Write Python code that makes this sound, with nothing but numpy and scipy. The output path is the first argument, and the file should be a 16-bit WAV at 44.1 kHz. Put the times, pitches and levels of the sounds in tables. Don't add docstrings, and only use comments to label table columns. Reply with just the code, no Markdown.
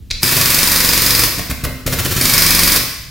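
import sys
import numpy as np
from scipy import signal
from scipy.io import wavfile
from scipy.ndimage import uniform_filter1d

SR = 44100
rng = np.random.default_rng(int(sys.argv[2]) if len(sys.argv) > 2 else 0)


def dump(signal):
    limited = np.clip(np.atleast_2d(signal).T, -1, 1)
    pcm = np.round(limited * 32767).astype(np.int16)
    wavfile.write(sys.argv[1], SR, pcm)


N = 136710
T = np.arange(N) / SR
AGE = np.arange(SR // 5) / SR


# (first stroke [s], last stroke [s], first level [dB], last level [dB])
FREE_RUNS = [(0.2786, 0.5023, -6, 1), (0.5445, 1.236, -0.5, 2.5), (2.212, 2.297, 2.5, -0.5),
             (2.3367, 2.7615, 5.5, 1.5)]
STROKE_GAP_S, FIRST_STROKE_S, FIRST_STROKE_DB = .0434, .2310, 4.5

def free_strokes():
    strokes = [(FIRST_STROKE_S, FIRST_STROKE_DB)]
    for first, last, first_db, last_db in FREE_RUNS:
        count = round((last - first) / STROKE_GAP_S) + 1
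        levels = np.linspace(first_db, last_db, count) + 0.2 * rng.standard_normal(count)
        strokes += zip(np.linspace(first, last, count), levels)
    return strokes


# (time [s], level [dB])
AIR_FLOW = [(.195, -45), (.229, -3.5), (.234, 0), (.40, 1), (.80, 0.5), (1.255, 0), (1.285, -8),
            (1.855, -45), (1.875, -12.5), (2.15, -7), (2.24, 0), (2.35, 1.5), (2.60, 0.5), (2.775, 1.5),
            (2.805, -19), (2.9, -70)]
# (frequency [Hz], level [dB])
HISS_TONE = [(60, -25), (150, -2.5), (300, 1), (500, -3.5), (750, -10.5), (950, -1), (1130, 2.5),
             (1300, -2), (1700, 3), (2200, 1), (2550, 2.5), (2900, -2.5), (3600, 1.5), (4250, 2.5),
             (4900, -0.5), (5600, 1.5), (7300, -0.5), (8800, -2), (10000, -1.5), (12500, 2.5), (15500, 0.5)]
POP_TONE = [(200, -5), (450, 0), (800, -22), (2000, -4), (3500, -35), (4500, 4), (5000, 3), (5600, -2.5),
            (7200, -20), (8700, 3.5), (10500, 11), (15500, -11.5)]

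def exhaust(strokes):
    flow = amp(np.interp(T, *np.transpose(AIR_FLOW)))
    wobble = uniform_filter1d(rng.standard_normal(N), size=180)
    flutter = np.exp(0.11 * wobble / wobble.std())
    surge = 1 + 0.93 * repeat(strokes, fade(0.0066))
    hiss = amp(-14.5) * noise(flow * surge * flutter, HISS_TONE)
    pops = repeat(strokes, rise(0.00046) * fade(0.00082))
    return hiss + amp(-4.5) * noise(pops, POP_TONE)


# (frequency [Hz], level [dB], ring time [s])
VALVE_NOTES = [(2146, -19, 0.053), (4810, -5.5, 0.015), (5080, -10, 0.019), (5620, -20, 0.038),
               (8540, -11.5, 0.017), (8990, -15.5, .016), (13230, -16, .016), (15000, -16, 0.015)]
# (time after the stroke [s], level [dB])
VALVE_TICKS = [(0, 1.5), (.0105, -9), (.0278, -21)]

def valve(strokes):
    out, t = np.zeros(N), AGE[:SR // 50]
    attack = rise(0.00046, t)
    glide = 7 * t
    for time, db in strokes:
        for delay, tick_db in VALVE_TICKS:
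            tick = np.zeros(len(t))
            for hz, level, ring_s in VALVE_NOTES:
                pitch = hz * (1 + 0.016 * rng.standard_normal() + glide)
                tick += amp(level - 60 * t / ring_s) * np.sin(2 * np.pi * pitch * t)
            jitter_s = .0001 * rng.standard_normal()
            add(out, time + delay + jitter_s, amp(db + tick_db) * attack * tick)
    return out


# (time [s], puff level [dB], thump level [dB], knock level [dB])
LOADED_STROKES = [(1.379, -4, -3, 0.5), (1.497, -2, -1, 3), (1.636, -0.5, -0.5, 3.5), (1.862, 2.5, 1, 1),
                  (1.923, 3, -3.5, 1), (1.985, 3.5, -2, -1.5), (2.047, 3, -3.5, 0), (2.11, 2, -3, -4),
                  (2.162, 2.5, -3, -4)]
# (frequency [Hz], level [dB])
PUFF_TONE = [(80, 9), (240, 9.5), (400, -1.5), (550, -6), (800, -8.5), (1400, 2), (2500, -2), (3000, -2.5),
             (3800, -2.5), (6000, -2), (9000, -5), (15500, -1.5)]

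def puffs():
    hold_s, release_s = .016, 0.0065
    shape = rise(0.00278) * np.exp(-np.maximum(AGE - hold_s, 0) / release_s)
    return amp(-17) * noise(repeat([row[:2] for row in LOADED_STROKES], shape), PUFF_TONE)


# (frequency [Hz], level [dB], ring time [s])
BODY_NOTES = [(46, -35, 0.19), (125, -47, 0.02), (157, -34.5, 0.027), (265, -29.5, 0.16), (380, -27, 0.014)]
FRAME_NOTES = [(68.36, -37.5, 1.6), (95, -40, 0.17), (128.7, -28, 0.51), (257.7, -32.5, 0.58),
               (280, -40, 0.33), (1060, -52, .4), (2100, -37, .4)]

def piston(strokes):
    body, frame = ring(BODY_NOTES), ring(FRAME_NOTES)
    free_thump = falling_thump(start_hz=222, end_hz=37.8, glide_s=0.00984, rise_s=0.00022, fade_s=0.0089)
    load_thump = falling_thump(start_hz=326, end_hz=43, glide_s=0.0051, rise_s=0.0056, fade_s=0.0094)
    out = repeat(strokes, amp(1.5) * body + amp(-9.5) * frame)
    out += repeat(strokes, amp(-18) * free_thump)
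    for time, _, db, _ in LOADED_STROKES:
        add(out, time, amp(db) * (amp(-1) * body + frame))
        add(out, time - 0.00278, amp(db - 6.5) * load_thump)
    return out


def falling_thump(start_hz, end_hz, glide_s, rise_s, fade_s):
    hz = end_hz + (start_hz - end_hz) * fade(glide_s)
    return rise(rise_s) * fade(fade_s) * np.sin(2 * np.pi * np.cumsum(hz) / SR)


# (frequency [Hz], level [dB])
KNOCK_TONE = [(150, -4), (550, 9), (850, 0.5), (1150, -3), (1600, -7), (2100, 4), (3000, -6), (6000, -9.5),
              (15000, -12)]
# (frequency [Hz], level [dB], ring time [s])
KNOCK_NOTES = [(477, -27.5, 0.034), (556, -37.5, 0.042), (1070, -28.5, 0.051)]

def return_knocks(strokes):
    knocks = [(time + .0148, db) for time, _, _, db in LOADED_STROKES]
    knocks += [(time + .0375, -5.5) for time, _ in strokes]
    impacts = amp(-15.5) * noise(repeat(knocks, fade(0.0043)), KNOCK_TONE)
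    return impacts + repeat(knocks, ring(KNOCK_NOTES))


# (frequency [Hz], level [dB])
JOLT_TONE = [(40, 7), (250, 9.5), (450, -3.5), (800, -9), (3000, -48)]

def jolt():
    return noise(repeat([(FIRST_STROKE_S, -10.5)], fade(0.0061)), JOLT_TONE)


# (time [s], level [dB])
LIFT_SHIFTS = [(.322, 4), (.365, 7), (1.668, 3), (2.185, -1), (2.212, 1)]
# (frequency [Hz], level [dB])
CLUNK_TONE = [(30, -31), (70, -12), (125, 1.5), (200, -14), (300, -14), (600, -13), (3000, -47)]

def lift():
    clunks = amp(-24) * noise(repeat(LIFT_SHIFTS, fade(0.02)), CLUNK_TONE)
    return clunks + amp(-4) * repeat(LIFT_SHIFTS, ring(FRAME_NOTES))


# (time [s], level [dB], fade time [s])
PEDAL_CLICKS = [(0.103, -24.5, .006), (0.1086, -14, 0.0056), (.1110, -12, .0006), (0.1131, -5.5, 0.0011),
                (.1475, -43, 0.0018)]
# (frequency [Hz], level [dB])
CLICK_TONE = [(200, -10.5), (600, -11), (900, -18), (1800, -5.5), (2500, -2), (3000, -7.5), (3500, 4),
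              (4200, 4.5), (4700, 0.5), (6000, -4.5), (7800, -11), (10000, -18.5), (15000, -25)]
# (frequency [Hz], level [dB], ring time [s])
PEDAL_NOTES = [(2480, -42, .1), (3575, -43, .18), (3951, -40, .22), (4200, -38, .18), (5220, -39, .25)]
THUD_NOTES = [(33.5, -4, 0.35), (65.4, -2.5, 0.21), (92, -8, .2)]

def pedal():
    clicks = sum(repeat([(time, db)], fade(fade_s)) for time, db, fade_s in PEDAL_CLICKS)
    ringing = repeat([row[:2] for row in PEDAL_CLICKS], ring(PEDAL_NOTES))
    thud = repeat([(.113, -22.5)], ring(THUD_NOTES))
    return noise(clicks, CLICK_TONE) + ringing + thud


# (delay [s], level [dB])
NEAR_ECHOES = [(.0016, -19), (.0029, -20), (.0062, -24.5), (.0125, -23)]

def echoes(sound):
    return repeat(NEAR_ECHOES, sound)


# (frequency [Hz], ring time [s])
HALL_RING_TIMES = [(100, 0.5), (500, 0.74), (2000, 0.93), (5000, 0.89), (9000, 0.73), (15000, 0.64)]
# (frequency [Hz], level [dB])
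HALL_TONE = [(60, 3), (300, -2), (1000, -1), (4000, -1.5), (9000, -4), (15000, -2.5)]
WIDTH_TONE = [(60, -12), (300, -5), (1000, -5), (4500, -3), (8000, -4), (13000, -14.5)]

def hall(sound, tones):
    hz, t, bands = signal.stft(rng.standard_normal(SR), SR, nperseg=512)
    fall = np.log(1000) / look_up(HALL_RING_TIMES, hz)[:, None]
    gain = amp(sum(look_up(tone, hz) for tone in tones))[:, None]
    bands = bands * np.exp(-fall * t) * np.sqrt(2 * fall / SR) * gain
    tail = signal.istft(bands, SR, nperseg=512)[1][:SR] * rise(0.0091, T[:SR])
    return signal.fftconvolve(sound, tail)[:N]


def drifting_hall(sound, drift_hz=1.09):
    return sum(hall(sound * np.cos(np.pi * (drift_hz * T + shift)), [HALL_TONE]) for shift in (0, 0.5))


# (frequency [Hz], level [dB])
RUMBLE_TONE = [(25, -12.5), (75, -2.5), (180, -16), (450, -36), (1000, -53), (3000, -47.5), (15000, -57)]

def rumble(db):
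    return noise(amp(db), RUMBLE_TONE)


def amp(db):
    return np.exp(np.asarray(db) * np.log(10) / 20)


def rise(seconds, t=AGE):
    return np.minimum(t / seconds, 1)


def fade(seconds):
    return np.exp(-AGE / seconds)


def look_up(table, hz):
    frequencies, values = np.transpose(table)
    return np.interp(np.log(hz + 1), np.log(frequencies), values)


def add(mix, time, sound):
    part = mix[max(round(time * SR), 0):][:len(sound)]
    part += sound[:len(part)]


def repeat(events, shape):
    out = np.zeros(N)
    for time, db in events:
        add(out, time, amp(db) * shape)
    return out


def noise(loudness, tone):
    log_gain = np.log(amp(look_up(tone, abs(np.fft.fftfreq(4096, 1 / SR)))))
    spectrum = np.exp(np.conj(signal.hilbert(log_gain)))
    taps = np.fft.ifft(spectrum).real[:2048]
    return signal.oaconvolve(loudness * rng.standard_normal(N), taps / np.linalg.norm(taps))[:N]


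def ring(notes):
    t = T[:SR]
    return sum(amp(db - 60 * t / ring_s) * np.sin(2 * np.pi * hz * t) for hz, db, ring_s in notes)


def scene():
    strokes = free_strokes()
    pump = exhaust(strokes) + valve(strokes) + puffs() + piston(strokes) + return_knocks(strokes) + jolt()
    direct = pump + lift() + pedal()
    middle = amp(-1.5) * (direct + echoes(direct) + drifting_hall(direct)) + rumble(db=-35)
    side = amp(-3.5) * hall(direct, [HALL_TONE, WIDTH_TONE]) + rumble(db=-46.5)
    return np.array([middle + side, middle - side])


def record(dry):
    low_hz, high_hz, ceiling = 12, 15900, 0.87
    bass_cut = signal.butter(2, low_hz, "high", fs=SR, output="sos")
    treble_cut = signal.firwin(511, high_hz, window=("kaiser", 7), fs=SR)
    clipped = np.clip(signal.sosfilt(bass_cut, dry), -ceiling, ceiling)
    return signal.oaconvolve(clipped, treble_cut[None], "same")


dry = scene()
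out = record(dry)
dump(out)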